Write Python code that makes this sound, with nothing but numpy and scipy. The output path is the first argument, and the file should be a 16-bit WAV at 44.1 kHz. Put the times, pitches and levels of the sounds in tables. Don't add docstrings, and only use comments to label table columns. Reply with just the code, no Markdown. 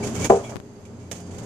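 import sys
import numpy as np
from scipy import signal
from scipy.fft import rfft, irfft
from scipy.io import wavfile
from scipy.ndimage import uniform_filter1d

SR = 44100
rng = np.random.default_rng(int(sys.argv[2]) if len(sys.argv) > 2 else 0)


def store_pcm(level_fs):
    pcm = np.round(np.clip(level_fs, -1, 1) * 32767).astype(np.int16)
    wavfile.write(sys.argv[1], SR, np.atleast_2d(pcm).T)


def ratio_of_db(decibels):
    return 10 ** (np.asarray(decibels, float) / 20)


N = 63945
T = np.arange(N) / SR

# [f/Hz, level/dB per Hz]
HUM_COLOUR = [(25, -18), (85, -11), (230, -4), (600, -14), (1300, -25), (4100, -37), (6600, -34),
              (8600, -42), (14500, -44)]
# [f/Hz, width/Hz, level/dB]
CABINET_RINGS = [(90.87, 6.5, -39), (120, 6.6, -39), (178, 5.4, -39.5), (225.8, 12.3, -39),
                 (291.6, 2.2, -51.5), (412.2, 10, -47.5), (806, 11, -71), (2250, 53, -77),
                 (4710, 240, -58.5), (6470, 320, -54), (7390, 560, -56)]
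# [f/Hz, level/dB]
COMPRESSOR_TONES = [(91, -37), (120.5, -36), (177, -53.5), (227, -45), (408, -40.5)]
# [f/Hz, likeness 0 to 1]
PORT_LIKENESS = [(60, 0.91), (180, 0.97), (540, 0.83), (1630, 0.046), (4920, 0.014), (14800, 0.03)]
# [f/Hz, level/dB]
PORT_BALANCE = [(60, 0), (400, -.5), (700, 1.5), (2400, 1), (4300, -9), (6600, -24), (9000, -21),
                (14800, -20)]
# [t/s, level/dB, rise/s, t60/s, panel ring level/dB]
SCUFFS = [(0.026, -34.5, 0.015, 0.23, -59), (0.067, -41.5, 0.0032, 0.76, -84),
          (0.144, -36.5, 0.0075, 0.29, -40), (0.193, -38, 0.031, 0.69, -39), (0.224, -47, 0.033, 0.69, -65),
          (0.2182, -41, 0.0012, 0.013, -60), (0.2434, -26, 0.0014, 0.015, -60),
          (0.2477, -29, 0.00089, 0.012, -60), (0.2504, -33.5, 0.0012, 0.018, -60),
          (0.2525, -29.5, 0.0013, 0.12, -37), (0.0735, -41, 0.00076, 0.021, -63),
          (0.1998, -42, 0.0008, 0.033, -60), (1.344, -47, .002, 0.11, -65), (0.295, -38, 0.0016, 0.76, -68),
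          (0.351, -45.5, .003, 0.81, -74), (0.432, -42.5, 0.013, 0.28, -28),
          (0.493, -35.5, 0.006, 0.077, -58), (0.851, -37, 0.0027, 0.12, -35),
          (0.993, -44.5, 0.0081, 0.44, -40), (1.1124, -15.5, 0.003, 0.074, -60),
          (1.127, -36, 0.0017, .06, -60), (1.136, -33.5, 0.025, 0.44, -54),
          (1.199, -41, 0.0055, 0.055, -54), (1.262, -43.5, 0.0027, 0.11, -64),
          (1.307, -42.5, 0.0038, 0.24, -74), (1.381, -36, 0.004, 0.15, -52),
          (1.428, -43, 0.0049, 0.18, -62)]
# [f/Hz, level/dB per Hz]
SCUFF_COLOUR = [(200, -11.5), (540, 1.5), (1400, -9.5), (3200, -7.5), (4100, -13.5), (6650, -4),
                (9400, -12.5), (12000, -22), (15000, -15.5)]
# [f/Hz, width/Hz, level/dB]
PANEL_RINGS = [(2300, 170, -9.5), (3130, 730, -18.5)]
# [t/s, length/s, f/Hz, level/dB, width/Hz]
SQUEAKS = [(0.027, 0.018, 2285, -42, 60), (0.033, 0.025, 2590, -47.5, 47), (0.154, 0.031, 2240, -46, 120),
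           (0.22, 0.052, 2290, -41.5, 40), (0.243, 0.025, 1200, -46, 120), (0.242, 0.019, 1850, -46, 110),
           (0.432, 0.069, 2250, -47, 150), (0.433, 0.038, 3345, -44.5, 150), (1.2, 0.078, 4800, -53, 185.2),
           (.35, 0.014, 2300, -52, 300), (0.246, .02, 1520, -47, 100)]
# [t/s, level/dB]
BLOWS = [
    (.2986, -9.1),
    (.3014, -1.9),
    (.3065, -2.5),
    (.3211, -15.2),
]
# [f/Hz, level/dB, t60/s, left minus right/dB]
TRAY_MODES = [(190, -29, .6, -4.6), (300, -27, .5, 0), (395.2, -14.1, .41, -.4), (436, -17, .5, -.9),
              (465.5, -2, .24, .9), (533.9, -18.1, .44, 3.7), (633.6, -24.8, .5, .8),
              (685.6, -2.9, .4, 6.6), (764.3, -17, .2, 3), (810, -3, .04, 3.4), (892.6, -19.9, .31, 3.3),
              (1000.3, -19, .11, -6.5), (1125, -10, .02, 0), (1890, -28, .022, 8)]
# [f/Hz, level/dB per Hz]
CLATTER_COLOUR = [(59, -56), (100, -44.5), (286, -36), (407, -11), (581, 10), (767, 3.5), (1740, -14.5),
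                  (4000, -57), (5200, -75), (8800, -120)]
# [t/s, level/dB, t60/s]
SETTLES = [
    (0.382, -28.5, 0.21),
    (0.431, -37.5, 0.2),
    (.486, -35.5, .15),
    (0.51, -31.5, 0.21),
]
# [t/s, level/dB]
TICKS = [
    (.5584, -14),
    (.5664, -17),
    (.5692, -20),
    (.6012, -22),
]
# [t/s, gain/dB]
PHONE_GAIN = [(0, 2.5), (.07, 2.5), (.12, -0.5), (.2, 3.5), (.265, 2.5), (.29, -9), (.3, -0.5), (.377, -3),
              (.384, -5.5), (.43, -8), (.54, -6), (.61, -13), (.82, -12), (1.1, -11.5), (1.16, -9.5),
              (1.25, -10.5), (1.35, -5.5), (1.45, -5)]

HUM_DB, WAVER_DB = -33, 2.5
GRAIN_DB, GRAINS_PER_S = 2., 6000
PORT_RING_HZ, PORT_RING_WIDTH_HZ, PORT_RING_DB = 6660, 850, -4.5
SQUEAK_CLEAN = .55
SQUEAK_PAN_DB = 9.5
BLOW_S, TRAY_DB, PORT_LAG_S = 0.00066, 0, 0.00019
DAMPED_S, DAMPED_DB_PER_S = 0.383, 248
BODY_HZ, BODY_DB, BODY_T60_S = 213.3, -16, 0.071
CLATTER_DB, CLATTER_T60_S = -22, .4
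TICK_S, TICK_HZ, TICK_EDGE_HZ = .002, 130, 10000
SELF_DB = -70.5
GATE_FROM_HZ, GATE_TOP_DB = 5500, -26
GATE_DB, GATE_SPREAD_DB, GATE_LEFT_DB, GATE_TILT_DB_PER_KHZ = -56.5, 6, -45, 4.2
CEILING, EDGE_HZ = .97, 14800


def evened(x):
    return x / np.sqrt(np.mean(x ** 2) + 1e-20)


def read(points, hz):
    f, value = np.transpose(points)
    return np.interp(np.log(hz + 1), np.log(f + 1), value)


def resonate(x, hz, width):
    r = np.exp(-np.pi * abs(width) / SR)
    pole = r * np.exp(2j * np.pi * hz / SR)
    return 2 * signal.lfilter([1 - r], [1, -pole], x).real


def fuzzy_ring(noise, hz, width):
    return evened(resonate(resonate(noise, hz, width), hz, width))


def paired(a, b, colour):
    hz = np.fft.rfftfreq(N, 1 / SR)
    same = np.clip(read(PORT_LIKENESS, hz), 0, 1)
    a, b = rfft(a), rfft(b)
    left_share = 1 / (1 + ratio_of_db(-2 * read(PORT_BALANCE, hz)))
    left = a * np.sqrt(left_share)
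    right = (same * a + np.sqrt(1 - same ** 2) * b) * np.sqrt(1 - left_share)
    return irfft(np.array([left, right]) * ratio_of_db(read(colour, hz)), N)


def swell(start, rise, t60):
    t = np.maximum(T - start, 0)
    fade_db = -60 * np.maximum(t - rise, 0) / max(t60, .01)
    return np.minimum(t / max(rise, 1e-4), 1) * ratio_of_db(fade_db)


def hum():
    a, b, c, d = rng.standard_normal((N, 4)).T
    flat = paired(c, d, [(20, 0.01), (20000, 0.0034)])
    rings = sum(ratio_of_db(db) * fuzzy_ring(flat, hz, width) for hz, width, db in CABINET_RINGS)
    return ratio_of_db(HUM_DB) * evened(paired(a, b, HUM_COLOUR)) + rings


def compressor():
    noise = rng.standard_normal((N, len(COMPRESSOR_TONES)))
    wavers = uniform_filter1d(noise, size=3000, axis=0).T
    out = 0
    for (hz, db), waver in zip(COMPRESSOR_TONES, wavers):
        tone = np.sin(2 * np.pi * (hz * T + rng.random()))
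        out = out + ratio_of_db(db + WAVER_DB * evened(waver)) * tone
    return out


def scuffs():
    grain_size = ratio_of_db(GRAIN_DB * np.minimum(rng.exponential(1, N), 5))
    grains = grain_size * (rng.random(N) < GRAINS_PER_S / SR)
    a, b = rng.standard_normal((N, 2)).T * (.5 + uniform_filter1d(grains, size=12))
    rub = sum(ratio_of_db(db) * swell(s, rise, t60) for s, db, rise, t60, _ in SCUFFS)
    ring = sum(ratio_of_db(db) * swell(s, rise, t60) for s, _, rise, t60, db in SCUFFS)
    c, d = rng.standard_normal((N, 2)).T
    shake = np.array([c, 0.76 * d])
    panel = sum(ratio_of_db(db) * fuzzy_ring(shake, hz, width) for hz, width, db in PANEL_RINGS)
    raw = evened(paired(a, b, SCUFF_COLOUR))
    whistle = ratio_of_db(PORT_RING_DB) * resonate(raw, PORT_RING_HZ, PORT_RING_WIDTH_HZ)
    return rub * evened(raw + whistle) + ring * panel


def squeaks():
    out, noise = np.zeros((2, N)), rng.standard_normal((N, 2)).T
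    noise[1] = .6 * noise[0] + .8 * noise[1]
    for s, length, hz, db, width in SQUEAKS:
        arch = np.sqrt(np.sin(np.pi * np.clip((T - s) / length, 0, 1)).clip(0))
        fuzz = fuzzy_ring(noise, hz, width)
        tone = (1 - SQUEAK_CLEAN) * fuzz + 2 * SQUEAK_CLEAN * np.sin(2 * np.pi * hz * T)
        pan_db = SQUEAK_PAN_DB if s < BLOWS[0][0] else 0
        out += ratio_of_db(db + pan_db * np.array([[.5], [-.5]])) * arch * tone
    return out


def thud():
    tray = np.zeros((2, N))
    for s, blow_db in BLOWS:
        t = np.maximum(T - s - np.array([[0], [PORT_LAG_S]]), 0)
        onset = 1 - np.exp(-t / BLOW_S)
        for hz, db, t60, pan_db in TRAY_MODES:
            pan = ratio_of_db(pan_db * np.array([[.5], [-.5]]))
            fade = ratio_of_db(TRAY_DB + blow_db + db - 60 * t / t60)
            tray += pan * fade * np.sin(2 * np.pi * hz * t) * onset
    tray *= ratio_of_db(-DAMPED_DB_PER_S * np.maximum(T - DAMPED_S, 0))
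    landing = BLOWS[0][0]
    boom = ratio_of_db(BODY_DB) * swell(landing, 0.0059, BODY_T60_S) * np.sin(2 * np.pi * BODY_HZ * (T - landing))
    loose = ratio_of_db(CLATTER_DB) * swell(landing, 0.0079, CLATTER_T60_S)
    loose = loose + sum(ratio_of_db(db) * swell(s, 0.012, t60) for s, db, t60 in SETTLES)
    a, b = rng.standard_normal((N, 2)).T
    return tray + boom * ratio_of_db([[-2.], [2.]]) + loose * evened(paired(a, b, CLATTER_COLOUR))


def ticks():
    start, db = np.array(TICKS).T[:, :, None]
    t = T - start
    step = ratio_of_db(db) * (t > 0) * np.exp(-np.abs(t) / TICK_S) * np.cos(2 * np.pi * TICK_HZ * t)
    b, a = signal.butter(1, [60, TICK_EDGE_HZ], "band", fs=SR)
    left = signal.lfilter(b, a, step.sum(0))
    return np.array([left, 0 * left])


def gated(x):
    hz, _, z = signal.stft(x, SR, nperseg=2048, noverlap=1024)
    power = abs(z[:, :1024]) ** 2
    strips_db = 10 * np.log10(power.reshape(2, 256, 4, -1).mean(2) + 1e-20)
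    whole_db = np.minimum(10 * np.log10(power.sum(1).mean(0) + 1e-20), GATE_TOP_DB)
    chance_db = GATE_SPREAD_DB * rng.standard_normal(strips_db.shape[::-1]).T
    tilt_db = GATE_TILT_DB_PER_KHZ * (hz[2:1024:4, None] / 1000 - 10)
    short_db = whole_db + GATE_DB + tilt_db + chance_db - strips_db
    keep = 1 / (1 + np.exp(np.clip(short_db, -20, 20)))
    keep = np.where(hz[:1024, None] > GATE_FROM_HZ, np.repeat(keep, 4, axis=1), 1)
    z[:, :1024] *= np.maximum(keep, ratio_of_db(GATE_LEFT_DB))
    return signal.istft(z, SR, nperseg=2048, noverlap=1024)[1][:, :N]


def scene():
    air = hum() + compressor() + scuffs() + squeaks() + thud()
    gain = ratio_of_db(np.interp(T, *np.transpose(PHONE_GAIN)))
    return air * gain + ratio_of_db(SELF_DB) * rng.standard_normal((N, 2)).T


def roll_off(x):
    return signal.sosfilt(signal.butter(12, 15400, fs=SR, output="sos"), x)


def record(dry):
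    held = dry / (1 + abs(dry / CEILING) ** 8) ** (1 / 8)
    edge = signal.firwin(255, EDGE_HZ, fs=SR)[None]
    mix = signal.oaconvolve(gated(held) + ticks(), edge, "same")
    return roll_off(mix)


dry = scene()
out = record(dry)
store_pcm(out)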